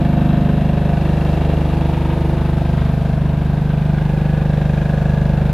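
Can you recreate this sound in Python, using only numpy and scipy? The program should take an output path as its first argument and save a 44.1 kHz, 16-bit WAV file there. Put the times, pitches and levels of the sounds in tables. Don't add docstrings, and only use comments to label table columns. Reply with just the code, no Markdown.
import sys
import numpy as np
from scipy import signal
from scipy.fft import rfft, irfft
from scipy.io import wavfile

SR = 44100
rng = np.random.default_rng(int(sys.argv[2]) if len(sys.argv) > 2 else 0)


def master(y):
    cut = np.clip(np.atleast_2d(y).T, -1, 1)
    pcm = np.round(cut * 32767)
    wavfile.write(sys.argv[1], SR, pcm.astype(np.int16))


N = 243873
TIME = np.arange(N) / SR
HZ = np.fft.rfftfreq(N, 1 / SR)
STROKES = 145

# time_s, firing_rate_hz
GOVERNED_SPEED = [(0.0, 24.98), (0.48, 24.997), (0.7, 24.952), (1.35, 25.003), (1.9, 24.994), (3.0, 24.946),
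                  (3.5, 24.942), (3.85, 25.01), (4.2, 24.988), (4.55, 24.947), (5.0, 25.013), (5.53, 24.99)]
# time_s, place (0 front, 1 corner, 2 side)
WALK_PATH = [(.7, 0.22), (1.3, 1.0), (2.25, 1.116), (3.2, 1.69)]
# time_s, level_db
ENGINE_NEARNESS = [(0.15, -38), (0.8, -38), (1.3, -36), (2.2, -38), (3.2, -37), (3.8, -37.5), (4.3, -37),
                   (5.3, -37)]


def gain_of(db):
    return 10 ** (np.asarray(db) / 20)


def evened(x):
    return x / np.sqrt(np.mean(x ** 2) + 1e-20)


def curve(rows, column=1):
    rows = np.asarray(rows)
    return np.interp(TIME, rows[:, 0], rows[:, column])


def read(points):
    hz, value = np.transpose(points)
    return np.interp(np.log(HZ + 1), np.log(hz + 1), value)


def drift(rate_hz):
    points = 1024
    hz = np.fft.rfftfreq(points, TIME[-1] / points)
    slow = irfft(rfft(rng.standard_normal(points)) / (1 + (hz / rate_hz) ** 4))
    return evened(np.interp(TIME, np.linspace(0, TIME[-1], points), slow))


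def strokes(cycles):
    return np.interp(cycles + 1, np.arange(STROKES), rng.standard_normal(STROKES))


def lobe(middle_s, length_s):
    return np.cos(np.pi * np.clip((TIME - middle_s) / length_s, -.5, .5))


def nearness_gain(db_per_db):
    near_db = curve(ENGINE_NEARNESS)
    return gain_of(db_per_db * (near_db - near_db.mean()))


def carried(layer_carry):
    front_db, corner_db, side_db, db_per_db = layer_carry
    facing_db = np.interp(curve(WALK_PATH), [0, 1, 2], [front_db, corner_db, side_db])
    return gain_of(facing_db) * nearness_gain(db_per_db)


def spread(pair, colour):
    # frequency_hz, likeness (0-1)
    likeness = [(100, 0.86), (600, 1), (1400, 0.93), (3000, 0.92), (5000, 0.49), (9000, 0.13),
                (14000, 0.31)]
    # frequency_hz, difference_db
    balance = [(100, -4.5), (600, 1), (1300, 2.5), (2500, 0.5), (5000, 1.1), (14000, .1)]
    same = read(likeness)
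    mid, side = rfft(pair) * gain_of(read(colour))
    side = side * np.sqrt((1 - same) / (1 + same))
    lean = gain_of(read(balance) / 2)
    channels = irfft(np.array([(mid + side) * lean, (mid - side) / lean]), N)
    return channels / np.std(channels.mean(0))


def rattle(cycles, blows, repeat, memory, uneven_db, between=1):
    number, place = np.floor(cycles).astype(int) + 1, cycles % 1
    fresh = rng.standard_normal((2, N))
    ringing = rng.standard_normal((2, STROKES, 1766))
    keep = np.exp(-1 / memory)
    for k in range(1, STROKES):
        ringing[:, k] = keep * ringing[:, k - 1] + np.sqrt(1 - keep ** 2) * ringing[:, k]
    pattern = ringing[:, number, (place * ringing.shape[2]).astype(int)]
    power = np.full(N, float(between))
    for at, strength, decay in blows:
        stroke = np.floor(cycles - at).astype(int) + 1
        force = gain_of(uneven_db * rng.standard_normal(STROKES))[stroke]
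        power += strength * force ** 2 * np.exp(-((cycles - at) % 1) / decay)
    return np.sqrt(power) * (np.sqrt(repeat) * pattern + np.sqrt(1 - repeat) * fresh)


def pipe(table, orders, skirt_db, trail, linger=0, box_lag=0):
    linger_above = 7
    size = gain_of(np.array(table)[orders - 1, 1])
    log_gain = np.full(65, np.log(gain_of(skirt_db) * size.max()))
    log_gain[orders] = np.log(size)
    both_sides = np.r_[log_gain, log_gain[-2:0:-1]]
    lag = trail * signal.hilbert(both_sides).imag[orders]
    lag = lag + box_lag + linger * np.maximum(orders - linger_above, 0) ** 3
    turn = np.arange(1024) / 1024
    return size @ np.cos(2 * np.pi * np.outer(orders, turn) - lag[:, None])


def intake_and_exhaust(cycles):
    # order (multiple of the firing rate), relative_db
    from_front = [(1, -17), (2, -8), (3, -6), (4, -19), (5, -7), (6, 0), (7, -4), (8, -5), (9, -9),
                  (10, -10), (11, -22)]
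    from_corner = [(1, -15), (2, -4), (3, 0), (4, -19), (5, -8), (6, 0), (7, -5), (8, -11), (9, -17),
                   (10, -11), (11, -21)]
    from_door = [(1, -19), (2, -5), (3, -2), (4, -22), (5, -3), (6, 0), (7, -6), (8, -10), (9, -12),
                 (10, -15), (11, -31)]
    from_wheel = [(1, -22), (2, -7), (3, -9), (4, -20), (5, -8), (6, 0), (7, -7), (8, -11), (9, -16),
                  (10, -29), (11, -30)]
    from_side = [(1, -20), (2, -5), (3, -5), (4, -18), (5, -5), (6, 0), (7, -8), (8, -8), (9, -14),
                 (10, -24), (11, -24)]
    # time_s, level_db (before nearness and load),
    # thump_trail (0-1), linger (rad per cubed order)
    pipe_views = [(.45, -13.4, .75, .13), (1.5, -15.2, .3, .08), (2.8, -15.3, .35, .09),
                  (4.1, -15.3, .35, 0), (5.3, -14.5, .35, 0)]
    exhaust_opens, intake_opens = .105, .335
    intake_lead = 0.014
    airbox_lag = 0.95
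    boom_uneven, thump_uneven = .11, .05
    stroke_jitter = .003
    times, levels_db, trails, lingers = np.transpose(pipe_views)
    boom_at = cycles - exhaust_opens + stroke_jitter * strokes(cycles)
    thump_at = cycles - intake_opens + intake_lead * curve(WALK_PATH) + stroke_jitter * strokes(cycles)
    boom_force = 1 + boom_uneven * strokes(cycles)
    thump_force = 1 + thump_uneven * strokes(cycles - intake_opens)
    out = np.zeros(N)
    for view, table in enumerate([from_front, from_corner, from_door, from_wheel, from_side]):
        boom = pipe(table, np.arange(1, 4), skirt_db=-15, trail=.16)
        thump = -pipe(table, np.arange(4, 12), skirt_db=-35, trail=trails[view],
                      linger=lingers[view], box_lag=airbox_lag)
        turn = np.arange(len(boom)) / len(boom)
        note = boom_force * np.interp(boom_at, turn, boom, period=1)
        note += thump_force * np.interp(thump_at, turn, thump, period=1)
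        facing = np.interp(TIME, times, np.arange(len(times)) == view)
        out += facing * gain_of(levels_db[view]) * evened(note)
    load = 1 + .025 * drift(2.9)
    return out * nearness_gain(.29) * load


def throb(cycles, hz):
    depth = 0.36 * hz / 1e3
    loudest = 0.18
    return evened(1 + depth * np.cos(2 * np.pi * (cycles - loudest)))


def panel_rings(cycles):
    # middle_s, length_s, frequency_hz (before rounding to the
    # nearest multiple), level_db (rms at the top of the arch)
    panel_lobes = [(1.8, 1.0, 275, -40.0), (0.2, 1.6, 300, -35), (1.55, 1.6, 300, -33),
                   (3.4, 1.8, 300, -39.5), (0.4, 2.2, 325, -32.5), (1.85, 1.9, 325, -30.5),
                   (4.1, 3.4, 325, -41.5), (1.15, 1.4, 350, -35.5), (2.3, 1.4, 350, -32.5),
                   (5.3, 4.4, 350, -41.0), (0.3, 2.8, 375, -42.0), (0.0, 1.2, 400, -38.5),
                   (1.5, 1.0, 400, -42.5), (0.9, 3.2, 425, -39.5), (4.5, 1.6, 425, -44.0),
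                   (2.3, 4.4, 450, -39.5), (5.2, 3.0, 450, -41.0), (1.8, 3.0, 475, -39.0),
                   (1.2, 2.8, 500, -39.5), (5.4, 4.4, 500, -39.0), (0.6, 4.4, 550, -42.5),
                   (5.2, 3.2, 550, -41.0), (0.4, 4.4, 575, -36.5), (3.0, 2.2, 575, -42.5),
                   (5.5, 3.8, 575, -37.0), (2.3, 4.4, 650, -41.5), (5.3, 3.2, 650, -41.5),
                   (2.4, 4.4, 675, -39.5), (5.0, 2.0, 675, -41.0), (0.5, 4.4, 700, -35.5),
                   (3.7, 3.6, 700, -41.0), (1.2, 1.4, 725, -43.0), (3.9, 4.2, 725, -45.0),
                   (5.5, 2.0, 750, -41.0), (4.4, 2.0, 775, -42.5), (1.6, 2.4, 800, -41.5),
                   (5.5, 4.4, 800, -45.5), (2.8, 3.2, 825, -45.0), (2.1, 2.0, 850, -45.5),
                   (5.5, 4.4, 875, -44.5), (1.8, 2.2, 900, -46.0), (1.8, 4.4, 925, -45.0),
                   (4.35, 0.78, 1673, -43.5), (5.07, 0.8, 1673, -44.0)]
    struck = .4
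    waver, scatter = .17, 1.2
    firing_hz = np.mean(curve(GOVERNED_SPEED))
    tones = np.zeros(N)
    for middle_s, length_s, hz, db in panel_lobes:
        heard = abs(TIME - middle_s) < length_s / 2
        turn = cycles[heard]
        angle = 2 * np.pi * round(hz / firing_hz) * (turn - struck)
        angle += waver * strokes(turn) + scatter * rng.standard_normal()
        swell = lobe(middle_s, length_s)[heard] * throb(turn, hz)
        tones[heard] += gain_of(db) * swell * np.cos(angle)
    return np.sqrt(2) * tones


def raps(cycles):
    # middle_s, length_s, place (in the cycle, 0-1),
    # frequency_hz (at the starting speed), peak_db (for a stroke of mean strength)
    hard_raps = [(1.15, 2.0, .21, 2750, -35), (.6, 2.0, .26, 1600, -35), (1.8, 1.2, .18, 2450, -41),
                 (3.4, 1.3, .29, 1600, -40), (4.7, 2.0, .24, 1630, -31.5), (4.8, 1.6, .49, 1620, -36),
                 (4.9, 1.9, .16, 2600, -40)]
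    rise, uneven, jitter = .05, .2, .0012
    out = np.zeros(N)
    for middle_s, length_s, place, hz, db in hard_raps:
        since = (cycles - place) % 1
        stroke = np.floor(cycles - place).astype(int) + 1
        force, slip = rng.standard_normal((2, STROKES))[:, stroke]
        swell = since / rise * np.exp(1 - since / rise) * (1 + uneven * force)
        tone = np.sin(2 * np.pi * hz * (since + jitter * slip) / GOVERNED_SPEED[0][1])
        out += gain_of(db) * lobe(middle_s, length_s) * swell * tone
    return out


def ticks_and_knock(cycles):
    tick_blows = [(.2, .5, .09), (.25, .7, .11), (.47, .35, .17)]
    knock_blows = [(.26, 0.61, 0.16), (.54, 0.44, 0.11)]
    # frequency_hz, relative_db
    tick_colour = [(1200, -9), (2100, -1), (2480, 7.5), (2800, 3), (3050, -1), (3550, -2.5), (3880, 2.5),
                   (4300, -11.5), (7000, -18), (14000, -44)]
    knock_colour = [(1000, -37), (1380, -27), (1500, 10), (1600, -12.5), (1740, -6), (1900, 0), (2400, -39)]
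    # time_s, ticks_db, knock_db
    vent_levels = [(.2, -49.5, -50), (1.2, -47.5, -49), (2.0, -49.5, -53), (2.75, -47, -55),
                   (3.2, -53, -52), (3.8, -50, -54), (4.3, -48, -50), (5.4, -47, -46)]
    heard = cycles + .03 * curve(WALK_PATH)
    jittered = heard + .0005 * strokes(cycles)
    ticks = rattle(jittered, tick_blows, repeat=.6, memory=10, uneven_db=.9, between=0)
    knock = rattle(heard, knock_blows, repeat=.7, memory=6, uneven_db=.8, between=0)
    return (spread(ticks, tick_colour) * gain_of(curve(vent_levels, column=1))
            + spread(knock, knock_colour) * gain_of(curve(vent_levels, column=2)))


def round_side():
    return np.clip(curve(WALK_PATH) - 1, 0, 1)


def hood_drumming(cycles):
    drum_blows = [(0.17, 1.6, 0.064), (0.391, 3.8, 0.075)]
    # frequency_hz, relative_db
    front_colour = [(160, -37), (270, -4), (333, -5.5), (375, -6.5), (528, -4.5), (562, -4), (612, -7),
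                    (690, -2.5), (755, -8.5), (900, -10.5), (1050, -16), (1360, -62), (2310, -120)]
    side_colour = [(160, -42), (270, -5), (315, 4), (397, -1), (488, -3), (525, 3), (562, -6.5),
                   (609, -3.5), (666, -2.5), (800, -4), (1050, -9), (1360, -64), (2310, -120)]
    # front_db, corner_db, side_db, follow (dB per dB of nearness)
    drum_carry = (-28.5, -29.5, -33.5, 0.84)
    drum = rattle(cycles, drum_blows, repeat=0.35, memory=6, uneven_db=0.7)
    side = round_side()
    hood = (1 - side) * spread(drum, front_colour) + side * spread(drum, side_colour)
    return hood * carried(drum_carry)


def mechanical_clatter(cycles):
    front_blows = [(0.211, 1.9, 0.32), (0.438, 1.6, 0.61)]
    side_blows = [(0.15, 0.67, 0.05), (.21, 0.37, 0.53), (.45, 1.2, .15)]
    # frequency_hz, relative_db
    front_colour = [(560, -28), (950, -3.5), (1100, -7.5), (1210, -4), (1350, -9), (1740, -6.5),
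                    (2040, -14), (2290, -11), (2490, -14), (2720, -10.5), (2990, -16), (3190, -15),
                    (3870, -17), (4400, -35.5), (5720, -40), (9680, -120)]
    side_colour = [(560, -1), (950, -35), (968, -7), (1040, -21), (1120, -2), (1310, -7), (1630, 1.5),
                   (1760, -17), (2090, -10.5), (2490, -11), (3130, -16), (3770, -18), (4400, -29),
                   (5720, -31), (9680, -120)]
    # front_db, corner_db, side_db, follow (dB per dB of nearness)
    clatter_carry = (-37.5, -36.5, -37.5, 0.1)
    front = spread(rattle(cycles, front_blows, repeat=0.54, memory=8.8, uneven_db=2.5), front_colour)
    side = spread(rattle(cycles, side_blows, repeat=0.73, memory=6.7, uneven_db=3.5), side_colour)
    share = round_side()
    return (np.sqrt(1 - share) * front + np.sqrt(share) * side) * carried(clatter_carry)


def fine_hiss(cycles):
    hiss_blows = [(0.126, .6, 0.74), (0.432, 1.1, 0.12)]
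    # frequency_hz, relative_db
    hiss_colour = [(2470, -43), (4200, 0), (5580, -8.5), (7690, -13.5), (8820, -14.5), (11300, -11),
                   (14100, -19.5), (14900, -23), (15500, -31)]
    # time_s, level_db
    hiss_course = [(0.05, -53), (0.7, -53), (1.33, -49), (1.34, -49), (1.39, -50.5), (3.07, -52.5),
                   (3.21, -54.5), (3.94, -53.5), (5.43, -53.5), (5.45, -53)]
    # middle_s, length_s, frequency_hz, half_width_octaves (to -30 dB), level_db
    bright_bands = [(.3, 1.0, 11700, .07, -71.5), (4.93, 0.97, 6200, .8, -69.5), (2.1, 1.3, 10900, .3, -77)]
    trim_db = -1.5
    fine = rattle(cycles, hiss_blows, repeat=0.16, memory=6.8, uneven_db=1.0)
    hiss = spread(fine, hiss_colour) * gain_of(curve(hiss_course) + trim_db)
    for middle_s, length_s, hz, octaves, db in bright_bands:
        step = 2 ** octaves
        band = [(hz / step ** 2, -90), (hz / step, -30), (hz, 0), (hz * step, -30), (hz * step ** 2, -90)]
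        hiss += spread(fine, band) * gain_of(db) * lobe(middle_s, length_s)
    return hiss


def cooling_air():
    # frequency_hz, relative_db
    air_colour = [(20, -50), (45, 2), (80, 16), (120, 11), (160, 10), (230, 10), (330, -20), (600, -37)]
    return spread(rng.standard_normal((2, N)), air_colour) * gain_of(-34)


def scene():
    cycles = np.cumsum(curve(GOVERNED_SPEED)) / SR - .024
    tones = intake_and_exhaust(cycles) + panel_rings(cycles) + raps(cycles)
    port_lag_s = 1.6e-5
    stereo_tones = np.array([tones, np.interp(TIME - port_lag_s, TIME, tones)])
    impacts = ticks_and_knock(cycles) + mechanical_clatter(cycles) + hood_drumming(cycles)
    return stereo_tones + impacts + fine_hiss(cycles) + cooling_air()


def record(dry):
    edge_hz = 15200
    low_pass = signal.firwin(511, edge_hz, window=("kaiser", 9), fs=SR)
    return signal.oaconvolve(dry, low_pass[None], "same")


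dry = scene()
out = record(dry)
master(out)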